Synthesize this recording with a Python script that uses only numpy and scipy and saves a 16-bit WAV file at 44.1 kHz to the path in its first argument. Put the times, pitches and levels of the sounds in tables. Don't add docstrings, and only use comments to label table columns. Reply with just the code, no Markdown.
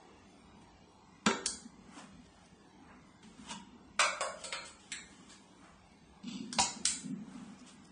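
import sys
import numpy as np
from scipy import signal
from scipy.fft import rfft, irfft
from scipy.io import wavfile
from scipy.ndimage import uniform_filter1d

SR = 44100
rng = np.random.default_rng(int(sys.argv[2]) if len(sys.argv) > 2 else 0)


def generate_wav(sig):
    pcm = np.round(np.clip(np.atleast_2d(sig).T, -1, 1) * 32767).astype(np.int16)
    wavfile.write(sys.argv[1], SR, pcm)


def boost(x):
    u = np.asarray(x, float) / 20
    return 10 ** u


N = 349132

# start_s, blow_db, brightness_db, ring_db, room_db
SET_DOWN = [
    (1.2635, -14, 19.5, -1, 2),
    (1.2695, -20, -3, 2.5, -18),
    (1.274, -19, -14, -3, -22),
    (1.288, -19, 3, -8.5, -7),
    (1.311, -19, -3, -3.5, -23),
]
SET_BACK = [
    (6.586, -14, -26, -5.5, -3.5),
    (6.592, -29, -7, -18, -7.5),
    (6.598, -15.5, 17, -17.5, 4),
    (6.613, -13.5, 13.5, -27.5, 1.5),
]
BASE_BOUNCES = [
    (3.994, -12.5, -12.5, -25, 7),
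    (4.004, -17, 5, -32, 2.5),
    (4.017, -19, 4, -3.5, -15),
    (4.034, -23.5, -3, -8, 7),
    (4.047, -25.5, 3, -6, -3),
]
SIDE_BOUNCES = [
    (4.208, -21.5, 0.0045, -6.5, 6.7),
    (4.215, -41, 0, 5, 3.9),
]
RIM_BOUNCES = [(4.4393, -29, 22, -5, 6.5), (4.443, -42, -8, -10, -6), (4.453, -35, 21, -29, -7),
               (4.525, -21, -6.5, -3.5, 3), (4.544, -35.5, -19, -12, 3), (4.47, -47, 6, 6, -10),
               (4.561, -36, 2, -12, -5), (4.632, -46, -3, 7, -7), (4.654, -42, 35, -9, 11.5),
               (4.684, -59, 25, 3, 8)]
CAP_BOUNCES = [
    (4.9185, -26, -1.5, -1.5, 6.5),
    (4.935, -41, 0, -14, 1),
]
LATE_BOUNCE = [
    (5.2945, -45, 0.29, -30, 11.7),
]
SQUEEZES = [
    (1.4606, -17, 2.5, -19, 1.5),
    (1.4654, -22.5, 14, -42, 0.72),
    (1.5044, -50, 0, -21, 1.2),
    (6.5283, -26.5, -9, -20, 3.4),
    (7.662, -68, 6, -11, 25),
]
WALL_POPS = [
    (3.2286, -47, -24, -21, 2.2),
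    (3.3718, -63, -23, -17, 3.2),
    (6.233, -80, -1, -18, 2.3),
    (6.2723, -77, -1, -37, 3.2),
    (6.8538, -12.5, 7, -12, 2.6),
    (6.8744, -19, 28, -16.5, 6),
]
# pitch_hz, level_db (per Hz)
FIRST_COLOUR = [(35, -56), (60, -30), (268, -13), (312, -8.5), (386, 0), (619, -12.5), (1400, -7.5),
                (3580, -15), (5150, -29), (7250, -24), (10000, -42.5), (13000, -100.5), (22000, -120)]
SECOND_COLOUR = [(35, -68), (60, -14.5), (217, -7), (568, -14.5), (929, -7.5), (1200, -11), (2010, -8.5),
                 (2430, -0.5), (3080, -1.5), (6660, 0), (10000, -5.5), (13000, -21), (22000, -120)]
BOUNCE_COLOUR = [(120, -34.5), (200, -31), (327, -17), (404, -25), (639, -18), (1360, 2), (1710, -10.5),
                 (2400, -6), (4410, -9), (4710, -8.5), (7700, -6.5), (10000, -10), (13000, -27),
                 (22000, -120)]
SIDE_COLOUR = [(180, -49), (300, -22.5), (653, 4), (767, -12.5), (1080, -1), (2830, -13.5), (3140, -15.5),
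               (7910, -9.5), (9290, -9), (10000, -55), (13000, -67), (22000, -120)]
RIM_COLOUR = [(210, -71), (350, -37), (613, -23), (871, -25), (1330, -10), (3490, -11.5), (4890, -13),
              (5870, -18), (8100, -15), (9590, -18), (10000, -43), (13000, -74), (22000, -120)]
CAP_COLOUR = [(410, -42), (700, -21), (1400, -12), (1650, 0.5), (2400, -1.5), (3930, -2), (4690, -12),
              (4870, -14), (5420, -7.5), (7490, -2.5), (10000, -1.5), (13000, -28), (22000, -120)]
SQUEEZE_COLOUR = [(590, -29.5), (1000, -17), (1600, -18.5), (2220, -13), (2750, -13), (2860, -21),
                  (3210, -8), (7940, -2.5), (10000, -8), (13000, -25), (22000, -120)]
POP_COLOUR = [(290, -52), (500, -43), (1060, -17.5), (1430, -8.5), (1960, -6.5), (2140, -5.5), (2890, -3),
              (3910, -4), (8930, -1.5), (10000, -9), (13000, -40), (22000, -120)]
# pitch_hz, width_hz, level_db
FIRST_WALL = [(1970, 210, -1.5), (2440, 400, -0.5), (3400, 600, 1), (4670, 550, 3), (3880, 500, 1.5),
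              (5170, 330, -1.5), (5630, 200, 7.5), (6030, 340, 0), (8580, 360, -13.5)]
SECOND_WALL = [(1824, 320, -4.5), (2330, 120, -10), (2560, 160, 0), (2960, 320, -1.5), (3900, 150, 2),
               (2650, 150, -1.5), (4350, 190, 0.5), (6570, 200, 1), (7470, 180, 0), (1930, 250, 6),
               (3480, 270, -7.5), (6360, 340, -5), (9200, 610, -7), (9500, 600, 5)]
BASE_WALL = [(626, 146, 14.5), (1840, 530, 1), (2320, 680, 6), (2880, 350, 2), (3510, 300, 6),
             (3740, 200, 2), (4520, 150, -2), (4070, 240, 3.5), (4730, 300, 3), (5300, 400, -4.5),
             (5840, 600, 2), (6600, 400, -6)]
SIDE_WALL = [(1510, 220, 2.5), (1850, 260, 0), (2240, 260, 4), (3210, 180, -7), (3400, 320, 3.5),
             (3800, 220, -5), (4440, 260, -3), (2870, 250, 4), (4970, 430, 4.5), (5800, 770, -12),
             (770, 190, 4)]
RIM_WALL = [(1880, 240, -3.5), (2970, 300, 1.5), (4370, 300, 4), (5950, 350, -3), (2320, 420, 5),
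            (3500, 420, 2), (4950, 300, 1.5), (5340, 460, -0.5), (6900, 350, 2.5), (7850, 380, 5)]
CAP_WALL = [(1990, 990, 5), (2630, 300, -0.5), (1900, 230, -2), (3970, 510, 2.5), (4380, 400, 6),
            (4900, 270, -11), (5820, 400, 3), (6650, 360, -16), (7550, 990, 3), (8740, 220, -16)]
LATE_WALL = [(2060, 230, -10), (2800, 450, -21), (3570, 500, 0), (4740, 880, 13), (8760, 410, -8)]
SQUEEZE_WALL = [(1620, 320, 10), (1880, 220, -13), (3700, 150, -9), (2600, 530, -3), (4500, 430, 4.5),
                (7350, 410, -3), (9040, 930, 3)]
POP_WALL = [(1810, 250, -2.5), (1450, 290, 1.5), (2820, 200, -2), (3770, 180, -11), (3900, 180, 4),
            (4600, 200, 1), (5540, 350, -5.5), (5760, 130, 3.5), (6300, 170, 0), (7030, 200, 0),
            (9070, 210, -3)]
SWEEP_WALL = [(930, 130, 20), (2910, 220, 8.5), (3440, 570, 4.5), (4080, 740, -5), (6400, 300, 2.5),
              (7800, 560, 6.5), (9200, 250, -8)]
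GRASP_WALL = [(1820, 320, -16), (2430, 200, 6), (2840, 350, 9), (3520, 460, 7.5), (4570, 1450, 10),
              (5900, 300, 8.5), (6500, 500, 4), (7750, 760, 11), (8800, 800, -8)]
# pitch_hz, level_db, t60_s
FIRST_RING = [(219, 24, 0.093), (255, 17.5, 0.28), (385.6, 3.5, 0.61), (640, -22, 0.2), (933, 16, 0.12),
              (1364, 14, 0.14), (1620, 11.5, 0.17), (455, -6.5, 0.47)]
SECOND_RING = [(69.4, -3.5, 0.078), (843, 9, 0.11), (767, 17.5, 0.14), (952, 14.5, 0.18),
               (3410, -23.5, 0.042), (4500, -1, 0.054), (5770, -8, .03)]
BOUNCE_RING = [(545, -1.5, 0.81), (615, -17.5, 0.46), (1080, -4, 0.45), (1360, 6, 0.19), (1590, 8.5, 0.22),
               (2270, 10, 0.1), (2280, 1, 0.19), (2580, -1, 0.26), (2860, 0, 0.18), (3570, 4.5, .18),
               (4160, -12, 0.2), (4800, 9, .15), (635, 1, .12)]
SIDE_RING = [(518, -1, 0.31), (693, -4, 0.075), (628, -11, 0.87), (1100, 1, 0.21), (1472, -10, 0.074),
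             (2200, -5, 0.11), (3570, -25, 0.3)]
RIM_RING = [(530, 7.5, 0.055), (616, 2, 0.058), (937, -7, 0.23), (1323, -1, 0.2), (2330, -9.5, 0.18),
            (2620, -15, 0.17), (3260, -11, 0.19), (3440, -11, 0.18), (4240, -11, 0.47), (4640, -16, .2)]
CAP_RING = [(1980, -13, 0.18), (1900, -7, 0.19), (2210, -2, 0.12), (2430, -8, 0.16), (3180, -8, .15),
            (3790, -4, 0.18), (4230, -5.5, 0.26), (8060, 7, 0.09), (7750, 15, 0.059)]
POP_RING = [(1880, -27, 0.022), (3620, -4, .02), (6260, -30, 0.0041), (7000, 13.5, 0.0095)]
# peak_s, level_db, swell_s, fade_s
SWEEP = [
    (3.465, -54.5, 0.033, 0.073),
    (3.493, -47, .02, .06),
    (3.512, -44, 0.034, 0.067),
    (3.555, -59, .02, 0.057),
    (3.62, -79, .03, .12),
    (3.232, -60.5, .004, 0.046),
]
GRASP = [
    (6.236, -55.5, 0.0078, 0.09),
    (6.278, -49, 0.018, 0.094),
    (6.315, -50.5, 0.023, 0.17),
    (6.36, -65, 0.033, 0.16),
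]
# pitch_hz, level_db
SLIP_COLOUR = [(300, -54.5), (800, -13.5), (3000, -8.5), (8000, -19.5), (8800, -33), (9500, -31.5),
               (13000, -60.5), (22000, -120)]
# pitch_hz, t60_s
ROOM = [(150, 0.33), (500, 0.58), (1500, 0.47), (4000, 0.41), (9000, 0.37)]
# start_s, length_s, level_db, fading_db (change over the length, negative
GRIP = [(1.36, 0.45, -68, 13), (1.868, 0.36, -57, -12), (2.883, 0.14, -62, -13), (3.24, 0.16, -54.5, -10),
        (3.378, 0.58, -51.5, -13), (6.248, 0.12, -45, 3), (6.408, 0.17, -42, -5.5),
        (6.562, 0.077, -44.5, -2.5), (6.714, 0.1, -48.5, 3), (6.897, 0.094, -56, 11.5),
        (7.048, 0.19, -40, -3), (7.268, 0.28, -48, -3), (7.62, 0.23, -57.5, -5)]
# pitch_hz, level_db
GRIP_COLOUR = [(65, -49), (110, -45), (150, -9.5), (200, 6.5), (265, 3.5), (310, -19.5), (351, -7.5),
               (404, -24.5), (480, -22.5), (620, -37), (1060, -120)]
# start_s, level_db, pitch_hz
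BUMPS = [(1.525, -44.5, 242), (1.651, -40, 237), (1.777, -99, 255), (1.874, -80, 199), (1.962, -42.5, 291),
         (2.032, -46.5, 234), (2.186, -43.5, 246), (3.397, -47, 193), (3.729, -45, 238), (7.415, -38, 200),
         (7.473, -39, 202), (7.61, -41, 243)]
# peak_s, level_db, swell_s, fade_s, brush_over_rub_db
RUSTLE = [(.616, -71.5, 0.018, 0.079, 5), (1.988, -51.5, 0.11, 0.13, -2.5), (2.45, -86.5, 0.83, 0.33, 17),
          (2.91, -58, 0.12, 0.2, -27), (3.231, -76.5, 0.006, 0.4, 11.5), (3.4, -69, .08, .1, 5),
          (3.512, -47, 0.034, 0.072, 5), (3.47, -61, 0.15, 0.074, 2), (3.58, -84, .05, 0.19, -2),
          (4.415, -61, 0.078, 0.13, 9), (4.656, -66.5, 0.024, 0.096, 16.5), (4.8, -71.5, 0.023, 1, 11),
          (5.14, -67.5, .1, .3, 3.5), (5.33, -60, 0.1, 0.085, 2.5), (5.648, -59, 0.11, 0.22, -7.5),
          (6.238, -82, 0.014, 0.11, 14), (6.283, -63.5, 0.016, 0.26, 7.5), (7.34, -60, 0.17, 0.74, -2),
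          (7.685, -63, 0.042, 0.098, 8.5)]
# pitch_hz, level_db
RUB_COLOUR = [(240, -53.5), (400, -17), (780, -12.5), (928, -14), (1100, -10.5), (1610, -13), (2200, -17),
              (2860, -21.5), (4840, -120)]
BRUSH_COLOUR = [(1120, -72), (1900, -13), (2650, -7), (2860, -2.5), (3650, -5), (3970, -9), (7950, -6),
                (8600, -8.5), (9400, -6.5), (10000, -50), (13000, -61), (22000, -120)]
# pitch_hz, level_db (per Hz)
AIR = [(12, -46.5), (20, -49), (70, 1.5), (117, -18), (178, 2), (219, -3.5), (249, -1.5), (490, -12.5),
       (530, -18), (868, -9.5), (1460, -20.5), (1580, -17.5), (2050, -18.5), (8120, -29.5), (10000, -27),
       (13000, -58.5), (22000, -120)]
# pitch_hz, level_db
HUM = [(60, -98), (99, -78), (197, -73.5), (297, -77.5), (399, -81)]
BAND_EDGES = [0, 1550, 1800, 2050, 2400, 2750, 3100, 3450, 3800, 4150, 4500, 4850, 5200, 5550, 6200, 6550,
              6900, 7600, 8300, 8800, 9300, 9750, 23000]
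STROKE_DB = 18


def evened(x):
    return x / np.sqrt(np.mean(x ** 2) + 1e-20)


def drift(length, *sizes):
    x = rng.standard_normal(length)
    for size in sizes:
        x = uniform_filter1d(x, size=size)
    return evened(x)


def read(points, hz):
    f, value = np.transpose(points)
    return np.interp(np.log(hz + 1), np.log(f + 1), value)


def add(mix, s, sound):
    part = mix[round(s * SR):][:len(sound)]
    part += sound[:len(part)]


def causal(gain_db):
    log_gain = np.log(boost(np.maximum(gain_db, -100)))
    circle = np.concatenate([log_gain, log_gain[-2:0:-1]])
    return np.fft.ifft(np.exp(np.conj(signal.hilbert(circle)))).real[:2048]


def noise(colour, patchy_db, size=1024):
    hz = np.fft.rfftfreq(size, 1 / SR)
    a, b, patches = rng.standard_normal((N * 4 // size + 5, len(hz), 3)).T
    patches = uniform_filter1d(patches, size=10, axis=0)
    patches = evened(uniform_filter1d(patches, size=12, axis=1))
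    z = (a + 1j * b) * boost(read(colour, hz)[:, None] + patchy_db * patches)
    return evened(signal.istft(z, nperseg=size, noverlap=size * 3 // 4)[1][:N])


def bottle():
    direct, feed = (knocks(SET_DOWN, FIRST_COLOUR, FIRST_WALL, FIRST_RING, crack_s=0.001)
                    + knocks(SQUEEZES, SQUEEZE_COLOUR, SQUEEZE_WALL, POP_RING, crack_s=0.00023)
                    + knocks(WALL_POPS, POP_COLOUR, POP_WALL, POP_RING, crack_s=0.0012)
                    + knocks(BASE_BOUNCES, BOUNCE_COLOUR, BASE_WALL, BOUNCE_RING, crack_s=0.0015)
                    + knocks(SIDE_BOUNCES, SIDE_COLOUR, SIDE_WALL, SIDE_RING, crack_s=0.00052)
                    + knocks(RIM_BOUNCES, RIM_COLOUR, RIM_WALL, RIM_RING, crack_s=0.0034)
                    + knocks(CAP_BOUNCES, CAP_COLOUR, CAP_WALL, CAP_RING, crack_s=0.0029)
                    + knocks(LATE_BOUNCE, CAP_COLOUR, LATE_WALL, POP_RING, crack_s=0.0014)
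                    + knocks(SET_BACK, SECOND_COLOUR, SECOND_WALL, SECOND_RING, crack_s=0.0071))
    rubbed = slips(SWEEP, SWEEP_WALL) + slips(GRASP, GRASP_WALL)
    return direct + rubbed + room(feed + boost(-3.0) * rubbed)


def knocks(rows, colour, wall, modes, crack_s):
    hz, lead_s = np.fft.rfftfreq(4096, 1 / SR), 0.007
    since = np.arange(SR // 2) / SR - lead_s
    treble = hz ** 2 / (hz ** 2 + 5040.0 ** 2)
    bass = 230.0 ** 2 / (hz ** 2 + 620.0 ** 2)
    tilt = treble - 0.13 * bass
    force = np.exp(np.minimum(since / 0.0012, -since / crack_s))[since < 0.014]
    head = (since > -0.001) & (since < 0.004)
    uneven_db = hollows(wall, hz) + 1 * drift(len(hz), 12, 6)
    out = np.zeros((2, N))
    for s, blow_db, bright_db, ring_db, room_db in rows:
        contact = rng.standard_normal(len(force)) * force
        click = causal(read(colour, hz) + uneven_db + bright_db * tilt)
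        crack = signal.fftconvolve(contact, click)
        crack = crack / np.std(crack[head[:len(crack)]])
        ring = ringing(modes, since)
        rolled = ring * boost(2.5 * drift(len(since), 1200, 500)) * np.clip(since / 0.004, 0, 1)
        sound = boost(ring_db) * rolled / np.std(ring[head])
        spread = boost(-6.5) * sound
        add(spread, lead_s, click * np.linalg.norm(crack) / np.linalg.norm(click))
        add(sound, 0, crack)
        start_s = s + 0.001 - lead_s
        add(out[0], start_s, boost(blow_db - 11) * sound)
        add(out[1], start_s, boost(blow_db - 11 + room_db) * spread)
    return out


def hollows(wall, hz):
    return sum(db * 0.5 ** ((2 * (hz - f) / width) ** 2) for f, width, db in wall)


def ringing(modes, since):
    detune = rng.uniform(0.99, 1.01, len(modes))
    return sum(boost(db - 60 * since / t60) * twin(f * d, since)
               for (f, db, t60), d in zip(modes, detune))


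def twin(hz, t):
    split, turn = rng.uniform([1.012, 0], [1.035, 1])
    return np.sin(2 * np.pi * hz * t) + 0.55 * np.sin(2 * np.pi * (hz * split * t + turn))


def slips(rows, wall):
    t, power = np.arange(N) / SR, np.zeros(N)
    for s, db, swell_s, fade_s in rows:
        away = np.maximum((s - t) / swell_s, (t - s) / fade_s)
        power += boost(db - STROKE_DB * away) ** 2
    happens = rng.random(N) < 2500 / SR
    size = boost(4 * np.minimum(rng.exponential(1, N), 4))
    clicks = size * rng.choice([-1., 1.], N) * happens
    hz = np.fft.rfftfreq(4096, 1 / SR)
    body = causal(read(SLIP_COLOUR, hz) + hollows(wall, hz))
    return np.sqrt(power) * evened(signal.oaconvolve(clicks, body)[:N])


def room(x):
    taps = np.zeros(SR)
    at = np.arange(130, SR - 12, 12)
    taps[at + rng.integers(0, 12, len(at))] = rng.choice([-1., 1.], len(at))
    hz, t, z = signal.stft(taps, SR, nperseg=256)
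    tail = signal.istft(z * boost(-60 * t / read(ROOM, hz)[:, None]), SR, nperseg=256)[1]
    spectrum = rfft(tail)
    t60 = read(ROOM, np.arange(len(spectrum)) * SR / len(tail))
    broad = uniform_filter1d(abs(spectrum) ** 2, size=150)
    tail = irfft(spectrum / np.sqrt(broad / t60), len(tail))
    return signal.fftconvolve(x, tail / np.linalg.norm(tail))[:N]


def rustle():
    rub, brush = strokes()
    return rub * noise(RUB_COLOUR, patchy_db=1.2) + brush * noise(BRUSH_COLOUR, patchy_db=0.8, size=512)


def strokes():
    t, power = np.arange(N) / SR, np.zeros((2, N))
    for s, db, swell_s, fade_s, brush_db in RUSTLE:
        away = np.maximum((s - t) / swell_s, (t - s) / fade_s)
        power += boost(db - STROKE_DB * away + np.array([[0], [brush_db]])) ** 2
    return np.sqrt(power)


def grip():
    out = shifts() * noise(GRIP_COLOUR, patchy_db=2.5, size=2048)
    t = np.arange(2600) / SR
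    for s, db, hz in BUMPS:
        swell = t / 0.016 * np.exp(1 - t / 0.0082)
        add(out, s, boost(db) * swell * np.sin(2 * np.pi * hz * t))
    return out


def shifts():
    grasp_s, let_go_s, edge_db = 0.011, 0.028, 9.5
    t, power = np.arange(N) / SR, np.zeros(N)
    for s, length, db, fading_db in GRIP:
        edge = np.maximum(np.maximum((s - t) / grasp_s, (t - s - length) / let_go_s), 0)
        fading = fading_db * np.clip((t - s) / length, 0, 1)
        power += boost(db + fading - edge_db * edge) ** 2
    return np.sqrt(power)


def appliances():
    air_db, warm_db, settle_s = -60, 2.5, 0.67
    t = np.arange(N) / SR
    waver = np.cumsum(1 + 0.0133 * drift(N, 9000)) / SR
    hum = sum(boost(db) * np.sqrt(2) * np.sin(2 * np.pi * (hz * waver + rng.random())) for hz, db in HUM)
    level_db = air_db + warm_db * np.exp(-(t / settle_s) ** 2)
    return hum + boost(level_db) * noise(AIR, patchy_db=3.0, size=2048)


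def scene():
    return (bottle() + rustle() + grip() + appliances())[None]


def decibels(power):
    return 10 * np.log10(abs(power) + 1e-14)


def thin_out(x, margin_db, loud_db, quiet_db, chance_db, debt_db, top_db, weak_db):
    hz, t, z = signal.stft(x, SR, nperseg=1024, noverlap=768)
    band = np.searchsorted(BAND_EDGES, hz, side="right") - 1
    member = (band == np.arange(len(BAND_EDGES) - 1)[:, None]) * 1.
    power = uniform_filter1d(member @ abs(z) ** 2 / member.sum(1)[:, None], size=5, axis=1)
    band_db = decibels(power)
    near_db = decibels(uniform_filter1d(power[1:], size=7, axis=0, mode="nearest"))
    overall_db = near_db.mean(0)
    low_edge = np.array(BAND_EDGES[1:-1])
    high = top_db * np.clip((low_edge - 7600) / 700, 0, 2)[:, None]
    mask_db = np.maximum(near_db - margin_db, band_db[0] - loud_db) + high / 4
    mask_db = np.maximum(mask_db, quiet_db + high)
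    whim = evened(uniform_filter1d(rng.standard_normal(mask_db.shape), size=20, axis=1))
    loud = overall_db - np.percentile(overall_db, 20)
    debt = np.clip(signal.lfilter([0.04], [1, -0.96], loud) / 12, 0, 1)
    mask_db = mask_db + debt_db * debt + 1.5 * (1 - debt) * (low_edge == 1800)[:, None]
    under_db = mask_db - band_db[1:] + chance_db * (1 - 0.7 * debt) * whim
    kept = 1 / (1 + np.exp(np.clip(under_db, -30, 30)))
    top_kept = np.minimum.accumulate(np.where(high > 0, kept, 1), axis=0)
    kept = np.where(high > 0, top_kept, kept)
    kept = np.vstack([np.ones(len(t)), kept])
    line_db = decibels(uniform_filter1d(abs(z) ** 2, size=5, axis=1))
    weak = np.clip(band_db[band] - weak_db - line_db, -30, 30)
    kept = kept[band] * np.where(band[:, None] > 0, 1 / (1 + np.exp(weak)), 1)
    jump_db = overall_db - np.roll(overall_db, 5)
    attack = np.clip((jump_db - 8) / 4, 0, 1)
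    return signal.istft(z * np.maximum(kept, attack), SR, nperseg=1024, noverlap=768)[1][:N]


def band_limit(x):
    return signal.sosfilt(signal.butter(12, 10690, fs=SR, output="sos"), x)


def record(dry):
    lowpass = signal.firwin(401, 9750, window=("kaiser", 9), fs=SR)
    limited = signal.oaconvolve(dry[0], lowpass, "same")
    thinned = thin_out(limited, margin_db=8.5, loud_db=38, quiet_db=-108, chance_db=3, debt_db=5,
                       top_db=7, weak_db=1.5)
    return band_limit(thinned[None])


dry = scene()
out = record(dry)
generate_wav(out)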